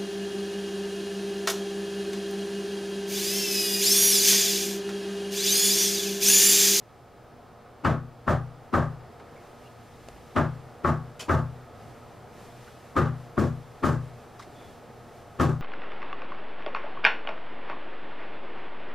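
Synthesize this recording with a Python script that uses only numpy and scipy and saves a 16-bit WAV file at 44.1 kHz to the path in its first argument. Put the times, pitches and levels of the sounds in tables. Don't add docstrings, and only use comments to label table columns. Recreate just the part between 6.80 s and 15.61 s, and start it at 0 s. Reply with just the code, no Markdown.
import sys
import numpy as np
from scipy import signal
from scipy.fft import rfft, irfft, next_fast_len
from scipy.io import wavfile
from scipy.ndimage import uniform_filter1d, minimum_filter1d, map_coordinates

SR = 44100
rng = np.random.default_rng(int(sys.argv[2]) if len(sys.argv) > 2 else 0)


def bounce(signal):
    frames = np.transpose(np.atleast_2d(signal))
    limited = np.clip(frames, -1, 1)
    pcm = np.round(limited * 32767).astype(np.int16)
    wavfile.write(sys.argv[1], SR, pcm)


def voltage_ratio(level):
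    return 10 ** (np.asarray(level, float) / 20)


N = 388521

# frequency in Hz, likeness 0 to 1.
CONTACT_ALIKE = [(200, 0.84), (600, 1), (1300, 0.99), (2800, 0.82), (5500, 0.71), (8000, 0.45),
                 (14000, 0.68)]
SIDES = np.array([[.5], [-.5]])


def unit(x):
    return x / np.sqrt(np.mean(x ** 2) + 1e-20)


def along(points, hz):
    f, v = np.transpose(points)
    return np.interp(np.log(hz + 1), np.log(f + 1), v)


def wobble(rate_hz):
    at = np.arange(0, N + 64, 64)
    knots = rng.standard_normal(int(N / SR * 40) + 4)
    slow = map_coordinates(knots, [at * min(rate_hz, 40) / SR])
    return np.interp(np.arange(N), at, slow)


def rush(spectrum, alike, size, lean=((1000, 0),)):
    hz = np.fft.rfftfreq(size, 1 / SR)
    turn = np.arccos(np.clip(along(alike, hz), -1, 1)) / 2
    noise = rfft(rng.standard_normal((2, size))) * voltage_ratio(along(spectrum, hz))
    mid, side = noise * [np.cos(turn), np.sin(turn)]
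    pair = [mid + side, mid - side] * voltage_ratio(along(lean, hz) * SIDES)
    return unit(irfft(pair, size))


def bell(centre_hz, width_hz):
    hz = np.geomspace(50, 16000, num=300)
    peak_db = -10 * np.log10(1 + ((hz * hz - centre_hz ** 2) / (hz * width_hz)) ** 2)
    return np.transpose([hz, 1.57 * peak_db - 10 * (hz / 12000) ** 2])


def add(track, sound, s):
    part = track[:, round(s * SR):][:, :sound.shape[1]]
    part += sound[:, :part.shape[1]]


def background(spectrum, alike):
    return rush(spectrum, alike, next_fast_len(N))[:, :N]


def fan(t, opening_db, air_alike):
    # frequency in Hz, density in dB per Hz.
    blade_noise = [(100, -10), (170, -6.5), (246, -3.5), (266, -7.5), (285, -7), (470, -3), (516, -6.5),
                   (613, -5), (637, -8.5), (708, -2.5), (986, -11), (1250, -10.5), (4000, -37.5),
                   (5200, -34), (8800, -120)]
    # frequency in Hz, level in dB.
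    motor_tones = [(86.1, -64), (118.4, -61), (242.2, -65), (479.1, -63.5), (597.5, -66), (694.4, -63.5),
                   (1270, -67.5)]
    level_db = -49.5 + opening_db + 0.38 * wobble(3.2) + 0.73 * wobble(1.56)
    blades = voltage_ratio(level_db) * background(blade_noise, air_alike)
    tones = 0
    for hz, db in motor_tones:
        phase = 2 * np.pi * hz * t + 1.01 * wobble(9)
        tones = tones + voltage_ratio(db + 1.4 * wobble(3.9)) * np.sin(phase)
    return blades + voltage_ratio(opening_db + 4) * tones


def footfalls(t, opening_db, air_alike):
    # time in seconds, hand jolt in dB, floor rumble in dB, both over standing level.
    steps = [(.52, 8, -4), (.93, 1, -7), (2.8, 1, -3), (3.12, 8, 2), (3.33, 16, -0.5), (5.1, 2, 4.5),
             (5.35, -8, 2), (5.7, 13, 3), (6.08, 9, 0), (7.55, 5, 0), (7.9, 7, -1), (8.2, 1, 0),
             (8.48, 4, 2)]
    # frequency in Hz, density in dB per Hz.
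    hand_shake = [(12, -43), (22, -4), (45, -6), (65, 2), (100, -62.5)]
    # frequency in Hz, density in dB per Hz.
    floor_rumble = [(32, -49), (55, -9), (75, -10.5), (124, 6), (183, -8.5), (200, -16), (260, -58),
                    (440, -120)]
    half_length_s = 0.15
    coarse_s = t[::64]
    swells = 0
    for s, *db in steps:
        swells = swells + np.outer(db, np.exp(-((coarse_s - s) / half_length_s) ** 2))
    jolt_db, rumble_db = (np.interp(t, coarse_s, swell) for swell in swells)
    shake = voltage_ratio(-71 + jolt_db + 1.7 * wobble(4.9)) * background(hand_shake, [(30, 0.91)])
    level_db = -55 + 0.46 * opening_db + rumble_db - 2.5
    return shake + voltage_ratio(level_db) * background(floor_rumble, air_alike)


def clothes(t, air_alike):
    # time in seconds, clothes level in dB.
    motion = [(0, -72), (.9, -73), (2.4, -66), (2.85, -61), (2.95, -65), (3.3, -59), (3.6, -64), (4.9, -65),
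              (5.1, -60), (5.45, -65.5), (5.65, -57.5), (6.05, -60.5), (6.2, -63.5), (7.5, -62.5),
              (7.8, -60), (8.15, -63.5), (8.36, -62), (8.8, -66)]
    # frequency in Hz, density in dB per Hz.
    fabric = [(880, -42), (1500, -21), (1690, -3.5), (1880, -6.5), (9620, -17.5), (14900, -23),
              (15500, -38)]
    at_s, level_db = np.transpose(motion)
    rustle_db = np.interp(t, at_s, level_db) + 1.0 * wobble(12)
    return voltage_ratio(rustle_db) * background(fabric, air_alike)


def microphone_hiss(air_alike):
    # frequency in Hz, density in dB per Hz.
    hiss = [(880, -36), (1500, -20), (2240, -9), (2720, -10.5), (3190, -10.5), (5200, -14.5), (7180, -19),
            (15500, -23)]
    return voltage_ratio(-69.5 + 2.0) * background(hiss, air_alike)


def house():
    # frequency in Hz, likeness 0 to 1.
    air_alike = [(60, 1), (200, 0.82), (640, 0.86), (1410, 0.93), (3100, 0.85), (5500, 0.66), (7000, 0.25),
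                 (15000, 0.21)]
    t = np.arange(N) / SR
    opening_db = -4.5 * np.exp(-t / 1.42)
    moving = footfalls(t, opening_db, air_alike) + clothes(t, air_alike)
    return moving + fan(t, opening_db, air_alike) + microphone_hiss(air_alike)


def scuffs():
    # start in seconds, level in dB, centre in Hz, width in Hz, t60 in seconds.
    floor_noises = [(0.278, -57, 900, 900, .04), (2.395, -47, 1100, 1500, 0.11),
                    (2.413, -44, 370, 200, 0.1), (2.545, -45, 440, 120, .07),
                    (2.56, -56.5, 2200, 120, 0.17), (2.858, -53, 2850, 150, .1),
                    (3.2854, -32.5, 700, 550, 0.015), (3.286, -39, 4000, 8000, .013),
                    (3.36, -41, 320, 310, 0.038), (4.42, -40.5, 400, 440, 0.13),
                    (5.877, -40.5, 1600, 510, .03), (7.594, -39.5, 1100, 400, 0.11),
                    (7.592, -49, 4000, 6600, 0.18), (7.62, -44.5, 2030, 220, 0.076),
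                    (7.622, -48, 3100, 6800, .09), (7.806, -44, 550, 450, 0.22), (7.66, -50, 302, 300, .6),
                    (7.74, -60, 3430, 200, 0.99), (7.82, -63, 3450, 250, .6), (7.44, -48, 700, 250, 0.064),
                    (7.869, -48, 71, 40, 0.2), (7.89, -56, 480, 250, 0.061)]
    # start in seconds, level in dB.
    contacts = [
        (4.393, -36),
        (4.403, -35.5),
        (4.423, -48),
    ]
    # centre in Hz, width in Hz, level in dB.
    resonances = [(990, 900, -7), (2540, 150, -7.5), (3100, 290, -8), (4540, 300, -11), (7000, 280, -13),
                  (5000, 11000, -3.5)]
    out, t = np.zeros((2, N)), np.arange(8192) / SR

    def puff(s, db, centre_hz, width_hz, rise_s, t60_s):
        noise = rush(bell(centre_hz, width_hz), CONTACT_ALIKE, len(t))
        add(out, voltage_ratio(db - 60 * t / t60_s) * (1 - np.exp(-t / rise_s)) * noise, s)

    for s, db, centre_hz, width_hz, t60_s in floor_noises:
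        puff(s, db, centre_hz, width_hz, 0.017 * t60_s, t60_s)
    for s, db in contacts:
        for centre_hz, width_hz, level_db in resonances:
            puff(s, db + level_db + rng.normal(0, 1.7), centre_hz, width_hz, 0.0023, 0.16)
    return out


def low_boom(t, boom_db, slab_db):
    mode_hz = [30.5, 72, 86, 98, 124, 137, 153.5, 210, 225, 239.5, 278, 352]
    # level in dB, t60 in seconds, build-up in seconds, left-right difference in dB.
    modes = [(-22.5, 0.7, .04, 1), (-10, 0.46, 0.066, -4), (1, 0.28, 0.01, 0.5), (-9, 0.36, 0.013, 1),
             (-1, 0.55, 0.039, 4), (7, 0.19, 0.024, 2), (3.5, 0.4, 0.04, 3), (-1.5, 0.202, 0.011, 3),
             (-24, 0.16, 0.028, -6), (-6, 0.36, 0.01, 5.5), (-17, 0.16, 0.013, 22), (-2.5, 0.21, 0.017, -1)]
    push_lag_s = .0026
    boom = 0
    for hz, (level_db, t60_s, rise_s, pan_db) in zip(mode_hz, modes):
        source_db = boom_db if hz < 180 else slab_db
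        start_db = level_db + source_db + rng.normal(0, 0.87) + pan_db * SIDES
        envelope = voltage_ratio(start_db - 60 * t / t60_s) * (1 - np.exp(-t / rise_s)) ** 2
        boom = boom + envelope * np.cos(2 * np.pi * hz * (t - push_lag_s))
    return boom


def panel_modes(t):
    # frequency in Hz, level in dB, t60 in seconds.
    modes = [(529, -9, 0.41), (660, 4, 0.067), (657, -30, 0.38), (800, -7, 0.39), (866, -5, 0.34),
             (846, -7.5, 0.091), (1124, -8, 0.26), (1020, -19, 0.39), (1112, 3.5, 0.26), (1220, 8, 0.18),
             (1301, 3, 0.16), (1360, 4, 0.12), (1620, -23.5, 0.14), (1590, -7.5, 0.29), (1798, -8.5, 0.2),
             (2280, -11.5, 0.14)]
    panel = 0
    for hz, level_db, t60_s in modes:
        start_db = level_db + rng.normal(0, 2.3) + rng.normal(1.6, 0.91) * SIDES
        cycles = hz * rng.normal(1, 0.0056) * t + rng.random()
        phase = 2 * np.pi * cycles + rng.normal(0, 0.66) * SIDES
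        panel = panel + voltage_ratio(start_db - 60 * t / t60_s) * np.sin(phase)
    return panel


def hall_ring(t, colour, lean):
    # frequency in Hz, t60 in seconds.
    hall_decay = [(200, 0.29), (600, 0.22), (1200, 0.32), (3000, 0.22), (8000, 0.26), (15000, 0.2)]
    noise = rush([(70, -59), *colour], CONTACT_ALIKE, len(t), lean)
    hz, frame_s, z = signal.stft(noise, SR, nperseg=256)
    fade = voltage_ratio(-60 * frame_s / along(hall_decay, hz)[:, None])
    return signal.istft(z * fade, SR, nperseg=256)[1][:, :len(t)]


def hollow_swell(t, swell_hz, lean):
    noise = rush(bell(swell_hz, 307), CONTACT_ALIKE, len(t), lean)
    return noise * (t / 0.053) ** 2 * np.exp(-2 * t / 0.035)


def knuckle_snap(t):
    colour = [(500, -20), (1500, 16), (5000, -4), (10000, -12), (15000, -30)]
    snap = rush(colour, CONTACT_ALIKE, len(t)) * voltage_ratio(-60 * t / 0.015)
    crack = rush(bell(2500, 1700), CONTACT_ALIKE, len(t)) * voltage_ratio(-60 * t / 0.27)
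    crack = crack * (1 - np.exp(-t / 0.0014))
    return voltage_ratio(-10) * snap + voltage_ratio(-12.5) * crack


def wall_bumps(t):
    # delay in seconds, level in dB.
    echoes = [
        (.035, 2),
        (.048, -1),
        (.061, -3),
    ]
    bumps = 0
    for lag_s, level_db in echoes:
        after_s = t - lag_s
        shape = (1 - (after_s / 0.0011) ** 2) * np.exp(-.5 * (after_s / 0.00074) ** 2)
        bumps = bumps + voltage_ratio(level_db) * shape
    return voltage_ratio(3 + 0.98 * SIDES) * bumps


def frame_shake(t, lean):
    colour = [(100, -8), (280, 8.5), (600, -11), (1100, -0.5), (2000, -18), (15000, -49.0)]
    swell = np.sin(np.pi * np.clip(t / 0.053, 0, 1)) ** 2
    return rush(colour, CONTACT_ALIKE, len(t), lean) * swell


def door():
    blows_s = [
        1.0474,
        1.4774,
        1.9382,
        3.5618,
        4.0462,
        4.4936,
        6.1646,
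        6.5776,
        7.0364,
        8.5978,
    ]
    # knuckle in dB, then hall boom, slab and latch rattle in dB relative to it.
    blow_levels = [(-20, -4, -1.5, -1), (-23, -0.5, -6, 2.5), (-19.5, -2.5, -4, 1.5), (-21, -3.5, -2.5, -1),
                   (-21.5, -4, -3.5, 1.5), (-18.5, -2.5, -5.5, 3), (-19, -3, -3, 2.5), (-24.5, 3, 4.5, 11),
                   (-20, -0.5, -1.5, 9), (-20, 1.5, 1, 10.5)]
    # snap in dB, early frame shake in dB, wood build-up in seconds.
    touches = [
        (-2.5, -2.5, 0.0043),
        (-7.5, 0, 0.0018),
        (-9, 2.5, 0.0033),
    ]
    # frequency in Hz, level in dB.
    spots = [
        (590, 0.5),
        (626, -1),
        (430, 0),
        (395, 2),
    ]
    # frequency in Hz, density in dB per Hz.
    slab = [(110, 6.5), (180, 3.5), (377, 6.5), (461, -7.5), (597, 1), (735, -33), (1000, -34), (1300, -15),
            (2200, -120)]
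    # frequency in Hz, density in dB per Hz.
    edge = [(530, -7.5), (900, -5), (1210, 2.5), (1330, -2.5), (1690, -5), (2140, -16.5), (2430, -33.5),
            (4000, -58), (5200, -72), (8800, -120)]
    # frequency in Hz, density in dB per Hz.
    latch_metal = [(1470, -44), (2500, -4), (2850, -4.5), (7010, -7), (8420, -13), (13800, -16.5),
                   (15500, -27)]
    # frequency in Hz, left-right difference in dB.
    lean = [(200, 6), (350, 7.5), (600, 1.5), (1300, -0.3), (2800, 3.2), (8000, 0.5)]
    out, t = np.zeros((2, N)), np.arange(20480) / SR
    for k, (s, (db, boom_db, slab_db, latch_db)) in enumerate(zip(blows_s, blow_levels)):
        group, place = divmod(k, 3)
        snap_db, early_db, build_s = touches[place]
        swell_hz, spot_db = spots[group]

        low_ring = hall_ring(t, slab, lean) * (1 - 0.41 * np.exp(-t / 0.11))
        wood = voltage_ratio(-5 + 0.5) * panel_modes(t)
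        wood = wood + voltage_ratio(slab_db + 10) * low_ring + voltage_ratio(2.0) * hall_ring(t, edge, lean)
        wood = wood + voltage_ratio(boom_db + spot_db - 1.8 + 24.5) * hollow_swell(t, swell_hz, lean)
        latch = hall_ring(t, latch_metal, lean) * (1 - np.exp(-(t / 0.012) ** 2))

        air = voltage_ratio(8.5) * low_boom(t, boom_db, slab_db) + wood * (1 - np.exp(-t / build_s))
        air = air + voltage_ratio(latch_db - 19.0) * latch + voltage_ratio(snap_db) * knuckle_snap(t) + wall_bumps(t)
        add(out, voltage_ratio(db) * air, s)
        add(out, voltage_ratio(db + early_db - 4.5) * frame_shake(t, lean), s - .017)
    return out


def scene():
    return house() + scuffs() + door()


def compress(x):
    attack, hold = round(.005 * SR), round(.014 * SR)
    loudness = np.sqrt(np.abs(uniform_filter1d((x ** 2).max(0), attack)) + 1e-12)
    need = np.minimum(1, voltage_ratio(-17.5) / loudness) ** .9
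    held = minimum_filter1d(need, hold, origin=(hold - 1) // 2)
    return x * uniform_filter1d(held, attack)


def narrow(x):
    # frequency in Hz, side level in dB.
    width = [(1750, 0), (2200, -12), (4950, -14), (5150, 0), (12500, -1), (14200, -12)]
    size = next_fast_len(N)
    hz = np.fft.rfftfreq(size, 1 / SR)
    left, right = rfft(x, size) * (hz < 15700)
    mid = (left + right) / 2
    side = (left - right) / 2 * voltage_ratio(along(width, hz))
    return irfft([mid + side, mid - side], size)[:, :N]


def roll_off(x):
    return signal.sosfilt(signal.butter(12, 15690, fs=SR, output="sos"), x)


def record(dry):
    return roll_off(narrow(compress(dry)))


dry = scene()
out = record(dry)
bounce(out)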